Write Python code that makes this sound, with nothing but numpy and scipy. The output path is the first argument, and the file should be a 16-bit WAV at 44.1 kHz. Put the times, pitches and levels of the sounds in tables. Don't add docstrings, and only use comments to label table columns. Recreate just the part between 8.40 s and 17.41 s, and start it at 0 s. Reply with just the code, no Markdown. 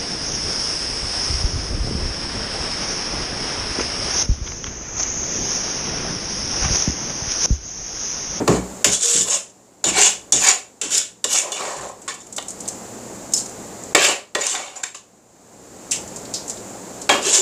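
import sys
import numpy as np
from scipy import signal
from scipy.fft import rfft, irfft
from scipy.io import wavfile
from scipy.ndimage import uniform_filter1d

SR = 44100
rng = np.random.default_rng(int(sys.argv[2]) if len(sys.argv) > 2 else 0)


def inscribe(sig):
    pcm = np.round(np.clip(np.atleast_2d(sig).T, -1, 1) * 32767)
    wavfile.write(sys.argv[1], SR, pcm.astype(np.int16))


N = 397341

# start_s, length_s, edge_db, change_db (over the push), wall_db and body_db (against the edge),
# wall_hz and body_hz (favoured pitches)
SPOON_STROKES = [
    [(0.075, 0.081, -25.5, -1.5, -5.5, 3, 1660, 387)],
    [(.447, 0.033, -10.5, -7, -5, -12.5, 2930, 640), (.534, 0.0051, -10.5, -2.5, -10, -22.5, 3400, 534),
     (.626, 0.18, -15, 2.5, -11, -24, 3420, 450), (.885, .01, -19, -7, -8, -10.5, 3100, 470),
     (.92, 0.035, -11.5, -5, -11, -19.5, 3040, 630)],
    [(1.097, 0.013, -37, -16, -24, -32, 2920, 465)],
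    [(1.443, .04, -20, 5, -4.5, -12, 3350, 442), (1.572, 0.012, -15, 4, -2, -9, 2010, 790),
     (1.622, 0.061, -8.5, -5, -6.5, -17.5, 2700, 800)],
    [(1.925, 0.091, -11, -10.5, -10, -22.5, 3520, 625), (2.048, 0.053, -10.5, 0, -5, -13, 2100, 900)],
    [(2.416, 0.092, -20.5, -13, -5.5, -13, 3000, 446), (2.537, 0.042, -13.5, 0, -8, -26.5, 3220, 473),
     (2.615, 0.0098, -28, -1, -1, -21, 3200, 603)],
    [(2.845, 0.023, -15, -25, -7, -7, 3360, 457), (2.93, 0.058, -11, -3, -8.5, -20.5, 3100, 685),
     (3.05, 0.084, -35.5, -6, -2, 4.5, 2330, 590)],
    [(3.119, 0.067, -25.5, -3.5, -2.5, -9, 3340, 700), (3.2, 0.19, -26.5, -10, -4.5, 0.5, 2200, 626),
     (3.42, 0.078, -34, -6, -8, 4, 1670, 527)],
    [(3.678, 0.0075, -22, -3.5, -1, -3.5, 1500, 1110), (3.8, .006, -39.5, 3, -12, -19, 3450, 715)],
    [(5.55, 0.048, -21.5, 1, 5.5, 1.5, 2080, 534), (5.63, 0.024, -12.5, 0, 0.5, -12.5, 2940, 630),
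     (5.685, 0.034, -17, -4.5, 0, -4, 2600, 590)],
    [(5.952, 0.0067, -18.5, -12, 1, 5, 1990, 550), (6.011, 0.065, -26.5, 2, 1, -7, 1930, 536),
     (6.097, .04, -18, -3.5, -8, -24, 3430, 930), (6.155, 0.2, -25.5, -22, -2.5, -5, 2100, 750)],
    [(6.356, 0.022, -34, -1, -6, -4, 2840, 710)],
    [(6.432, .006, -28.5, -1.5, 0.5, -9, 1700, 850)],
    [(6.549, 0.029, -32.5, -9, -6, -12, 3200, 1020)],
    [(8.694, 0.091, -17.5, -15, 2.5, 2.5, 2380, 790), (8.858, 0.046, -16, 1, -5, -12, 3100, 385),
     (8.944, 0.071, -7, -11.5, -9.5, -18, 3170, 592)],
]


def from_db(db):
    return 10 ** (np.asarray(db) / 20)


def rms_one(x):
    return x / np.sqrt(np.mean(x ** 2) + 1e-20)


def drift(rate_hz):
    grid_hz = 400
    knots = rng.standard_normal(int(N / SR * grid_hz) + 2)
    smooth = signal.lfilter([1], [1, -np.exp(-2 * np.pi * rate_hz / grid_hz)], knots)
    return np.interp(np.arange(N) / SR * grid_hz, np.arange(len(knots)), rms_one(smooth))


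def plateau(start_s, length_s, change_db, rise_db_per_s, fall_db_per_s):
    t = np.arange(N) / SR - start_s
    build = rise_db_per_s * np.minimum(t, 0)
    change = change_db * np.clip(t / length_s, 0, 1)
    fall = fall_db_per_s * np.maximum(t - length_s, 0)
    return build + change - fall


def add(track, start_s, burst):
    at = round(start_s * SR)
    track[at:at + len(burst)] += burst[:N - at]


def dying_noise(t60_s, rise_s):
    t = np.arange(SR // 2) / SR
    return rng.standard_normal(len(t)) * from_db(-60 * t / t60_s) * (1 - np.exp(-t / rise_s))


def resonate(x, hz, width_hz):
    r = np.exp(-np.pi * width_hz / SR)
    feedback = [1, -2 * r * np.cos(2 * np.pi * hz / SR), r * r]
    return signal.lfilter([(1 - r * r) / 2, 0, (r * r - 1) / 2], feedback, x)


def puff(hz, width_share, t60_s, rise_s):
    width_hz = hz * width_share
    rung = resonate(resonate(dying_noise(t60_s, rise_s), hz, width_hz), hz, width_hz)
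    return rung / np.abs(rung).max()


def resonances(force, table, favoured_hz, reach_octaves, wander_db):
    out, power = 0, 0
    for k, (hz, width_hz, db) in enumerate(table):
        near = 0.6 + np.exp(-(np.log2(hz / favoured_hz) / reach_octaves) ** 2)
        drive = from_db(db + wander_db * drift(7)) * near
        out = out + (-1) ** k * resonate(force * drive, hz, width_hz)
        power = power + drive ** 2 * np.pi * width_hz / SR
    return out / np.sqrt(uniform_filter1d(power, size=441))


def background():
    # pitch_hz, level_db (per Hz)
    air_colour = np.array([(15, -56), (30, -21.5), (110, -10), (150, -12.5), (190, -2), (310, -3.5),
                           (440, -4), (770, -7.5), (1290, -16.5), (3310, -26), (5680, -21), (7240, -10.5),
                           (9000, -24.5), (11500, -32), (15800, -34)])
    # pitch_hz, level_db (against the air noise, before the raise below)
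    hum_lines = [(60, -27.5), (119, -17), (181, -20)]
    # start_s, length_s, depth_db
    busy_spells = [(0.443, 0.92, 16), (1.447, 0.54, 10), (1.915, 0.48, 15), (2.404, 0.88, 16.5),
                   (3.673, .1, 11.5), (5.545, 1.294, 17.5), (8.681, .4, 5)]
    calm_db, hum_raise_db = -35.5, 4.0
    sink_db_per_s, recover_db_per_s = 1401, 23

    hz = np.maximum(np.fft.rfftfreq(N, 1 / SR), 1)
    colour = from_db(np.interp(np.log(hz), np.log(air_colour[:, 0]), air_colour[:, 1]))
    air = rms_one(irfft(rfft(rng.standard_normal(N)) * colour, N))
    air = air * from_db(0.23 * drift(8))

    t = np.arange(N) / SR
    hum = 0
    for line_hz, db in hum_lines:
        strength = from_db(db + hum_raise_db + 1.9 * drift(3.7))
        hum = hum + strength * np.sin(2 * np.pi * line_hz * t + 0.99 * drift(5.7))

    sinks_db = [depth_db + plateau(start_s, length_s, 0, sink_db_per_s, recover_db_per_s)
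                for start_s, length_s, depth_db in busy_spells]
    sunk_db = np.max(sinks_db, axis=0).clip(0)
    return from_db(calm_db - sunk_db) * (air + hum)


def bumps():
    # start_s, boom_db and knock_db (before mode levels and raise), knock_hz,
    # t60_s (fade of the knock's noise)
    thuds = [(0.0, -25, -18.5, 244, 0.08), (0.083, -17.5, -13, 190, 0.14), (0.129, -20.5, -23, 205, 0.2),
             (0.458, -26, -26, 202, 0.13), (0.743, -41.5, -33.5, 178, 0.34), (1.451, -37.5, -28, 272, 0.39),
             (1.929, -34, -30, 273, 0.17), (2.42, -58, -40, 247, 0.85), (2.845, -49, -40.5, 225, 0.23),
             (3.368, -42, -41, 151, 0.19), (7.547, -45, -38, 296, 0.16), (8.701, -58.5, -25.5, 266, 0.37)]
    # pitch_hz, level_db
    counter_modes = [(60, -6), (119, 0.5), (187, 1.5)]
    knock_raise_db, boom_stretch = 7.5, 1.97

    out, t = np.zeros(N), np.arange(SR // 2) / SR
    boom = sum(from_db(db) * np.sin(2 * np.pi * hz * t) for hz, db in counter_modes)
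    for start_s, boom_db, knock_db, hz, t60_s in thuds:
        dying = from_db(boom_db - 60 * t / (boom_stretch * t60_s)) * (1 - np.exp(-t / 0.012))
        knock = from_db(knock_db + knock_raise_db) * puff(hz, 1.4, t60_s, rise_s=0.018)
        add(out, start_s, dying * boom + knock)
    return out


def rubbing():
    press_db_per_s, lift_db_per_s = 338, 312
    wall_follows, body_follows = 0.83, 0.76
    levels = np.full((3, N), -120.)
    for pushes in SPOON_STROKES:
        landed = round(pushes[0][0] * SR)
        span = slice(landed, landed + SR)
        for start_s, length_s, db, change_db, wall_db, body_db, _, _ in pushes:
            swing = plateau(start_s, length_s, change_db, press_db_per_s, lift_db_per_s)[span]
            push = db + np.array([swing, wall_db + wall_follows * swing, body_db + body_follows * swing])
            levels[:, span] = np.maximum(levels[:, span], push)
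    return levels


def spoon():
    # start_s, edge_db, wall_db, body_db
    knocks = [(0.0769, -11, -11, -4.5), (0.4433, 1, -5, -26), (0.5403, -21, -47, -46),
              (1.4402, -9.5, -11, -19.5), (1.922, 1.5, -48, -23), (2.0185, -12, -31, -31),
              (2.4133, -9.5, -20.5, -41), (2.578, -3.5, -51, -59), (2.8413, -4.5, -12, -34),
              (3.1185, -14.5, -33, -29), (3.68, -35, -41, -33), (3.981, -18, -15.5, -22.5),
              (5.548, -1, 0.5, -4), (5.6462, -7.5, -5.5, -25), (5.9489, -12, -8.5, -36.5),
              (6.066, -4.5, -53.5, -33), (6.1493, -20, -14.5, -25.5), (6.4344, -11, -17.5, -36),
              (6.5452, -33, -26.5, -29), (8.6915, -10, -2, -10.5)]
    # pitch_hz, width_hz, drive_db (relative)
    edge_band = [(4800, 720, -16.5), (5307, 226, -7.5), (5660, 580, -9), (6285, 270, -6), (6586, 79, -0.5),
                 (6988, 110, 1.5), (7350, 220, 0), (7390, 130, 1), (7550, 244, -4.5), (8010, 128, -3.5),
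                 (8114, 215, -6.5), (9300, 2500, -19), (12300, 3400, -42)]
    wall_band = [(1454, 227, -3), (1753, 50, 0.6), (1877, 55, -2.6), (2241, 70, -0.91), (2363, 69, -0.27),
                 (2737, 470, -2), (2887, 167, 1), (3080, 74, -2.35), (3430, 108, 1), (3643, 300, 1),
                 (3970, 680, 1), (4600, 1060, -2.4)]
    body_band = [(419, 54.4, 8.5), (487.5, 24, 4.5), (575, 81, 4.5), (708.5, 14.6, 4.5), (759, 59, 4),
                 (1037, 78, 10), (1129, 140, 7)]
    grains_per_s, grain_spread_db = 5000, 3.2

    edge_db, wall_db, body_db = rubbing()
    pushes = np.vstack(SPOON_STROKES)
    t = np.arange(N) / SR
    wall_hz, body_hz = (np.interp(t, pushes[:, 0], hz) for hz in pushes.T[-2:])
    # resonances, level in dB, rattle t60 in s, favoured Hz, reach in octaves, wander in dB
    parts = [(edge_band, edge_db, 0.025, np.full(N, 7000.), 3.0, 1.6),
             (wall_band, wall_db, 0.03, wall_hz, 0.25, 1.8),
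             (body_band, body_db, 0.05, body_hz, 0.3, 2.0)]
    out = np.zeros(N)
    for column, (table, level_db, rattle_t60_s, favoured_hz, reach, wander_db) in enumerate(parts, start=1):
        sizes = from_db(grain_spread_db * np.minimum(rng.exponential(1, N), 4))
        signs = rng.choice([-1, 1], N)
        grains = rms_one(sizes * signs * (rng.random(N) < grains_per_s / SR))
        force = grains * from_db(level_db + 1.33 * drift(35)) + 1e-18
        for knock in knocks:
            crack = from_db(knock[column]) * dying_noise(0.00073, rise_s=0.00005)
            rattle = from_db(knock[column] + 1) * dying_noise(rattle_t60_s, rise_s=0.0002)
            add(force, knock[0], crack)
            add(force, knock[0], rattle)
        out += resonances(force, table, favoured_hz, reach, wander_db)
    return out


def narrow_rings():
    # start_s, peak_db, pitch_hz
    rings = [(.535, -22, 3390), (1.445, -20, 3570), (1.55, -20, 800), (1.925, -22, 3480), (2.42, -40, 407),
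             (3.68, -28.5, 3560), (4.939, -15.5, 5270), (5.555, -17, 396), (5.601, -16, 1670),
             (6.01, -15.5, 7050), (6.265, -39, 3650), (6.359, -27.5, 7040), (6.549, -46, 1050),
             (8.695, -18, 1700), (8.695, -12.5, 3235), (8.86, -38, 3060)]
    t60_at_1khz_s, t60_slope = 0.19, -0.39
    out = np.zeros(N)
    for start_s, db, hz in rings:
        t60_s = t60_at_1khz_s * (hz / 1000) ** t60_slope
        add(out, start_s, from_db(db) * puff(hz, 60 / hz + 0.028, t60_s, rise_s=0.004))
    return out


def chatter():
    # start_s, length_s, pitch_hz, rms_db (both waver a little)
    hums = [(0.639, 0.183, 475, -35), (8.865, 0.018, 385, -21.5), (8.991, .03, 384, -24)]
    fade_db_per_s = 2000
    unsteady_db = 1.5 * drift(20)
    waver = 1 + 0.008 * drift(6)
    out = 0
    for start_s, length_s, hz, db in hums:
        level_db = db + unsteady_db + plateau(start_s, length_s, 0, fade_db_per_s, fade_db_per_s)
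        tone = np.sqrt(2) * np.sin(2 * np.pi * np.cumsum(hz * waver) / SR)
        out = out + from_db(level_db) * tone
    return out


def filling():
    # start_s, snap_db (peak), t60_s (of the snap's noise), ring_db (peak), ring_hz
    smacks = [(3.41, -26, .05, -39, 2920), (3.6167, -31, .094, -49, 2860), (3.74, -23, 0.093, -48, 3500),
              (3.8671, -30.5, 0.042, -47, 2290), (3.925, -21, 0.068, -50, 5700),
              (3.9632, -15, 0.054, -47, 3550), (4.0243, -24, 0.031, -32, 3110),
              (4.0826, -18, 0.1, -39, 5800), (4.104, -20.5, 0.046, -43, 5790),
              (4.204, -19, 0.049, -48, 5710), (4.2544, -46, .036, -33, 4470),
              (4.2773, -13.5, 0.048, -35, 5800), (4.285, -11, 0.035, -20, 6000),
              (4.9214, -23, 0.05, -41, 3920), (4.9358, -1.5, 0.053, -21, 5200),
              (4.962, -12.5, .073, -34, 5200), (4.9736, -12, 0.14, -22, 5350), (5, -18, 0.069, -28, 5270),
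              (5.0588, -21.5, .05, -34, 5170), (5.093, -28, .041, -47, 5150),
              (5.436, -21.5, 0.029, -42.5, 5390), (7.5102, -11.5, 0.095, -12, 5840),
              (7.5173, -8, 0.13, -17, 2700), (7.5583, -24, 0.06, -22, 5700), (7.677, -27, .04, -43, 5430),
              (7.7601, -18, 0.076, -31, 5650), (7.8513, -28, .038, -31.5, 4400),
              (7.9377, -12.5, 0.13, -16.5, 4900), (8.079, -19.5, 0.081, -34, 5800),
              (8.096, -14, 0.075, -22, 5500), (8.171, -34, .04, -31, 4700),
              (8.6146, -21.5, 0.068, -29, 5360)]
    snap_hz, splat_hz, splat_db = 7110, 2200, -23
    out = np.zeros(N)
    for start_s, db, t60_s, ring_db, ring_hz in smacks:
        snap = puff(snap_hz, 0.3, t60_s, rise_s=0.00043)
        splat = from_db(splat_db) * puff(splat_hz, 3.0, 1.3 * t60_s, rise_s=0.0013)
        ring = from_db(ring_db) * puff(ring_hz, 0.52, 1.5 * t60_s, rise_s=0.0015)
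        add(out, start_s, from_db(db) * (snap + splat) + ring)
    return out


def kitchen(x):
    t60_s, wall_cut_hz = 0.27, 11100
    tail = dying_noise(t60_s, rise_s=0.011)
    tail = signal.sosfilt(signal.butter(1, wall_cut_hz, fs=SR, output="sos"), tail)
    return signal.fftconvolve(x, tail / np.sqrt(np.sum(tail ** 2)))[:N]


def scene():
    kitchen_db = -10.5
    near = spoon() + chatter() + narrow_rings() + filling() + bumps()
    return (near + from_db(kitchen_db) * kitchen(near) + background())[None]


def record(dry):
    cutoff_hz = 16200
    low_pass = signal.cheby2(16, 80, cutoff_hz, fs=SR, output="sos")
    return signal.sosfilt(low_pass, np.clip(dry, -1.05, 1.05))


dry = scene()
out = record(dry)
inscribe(out)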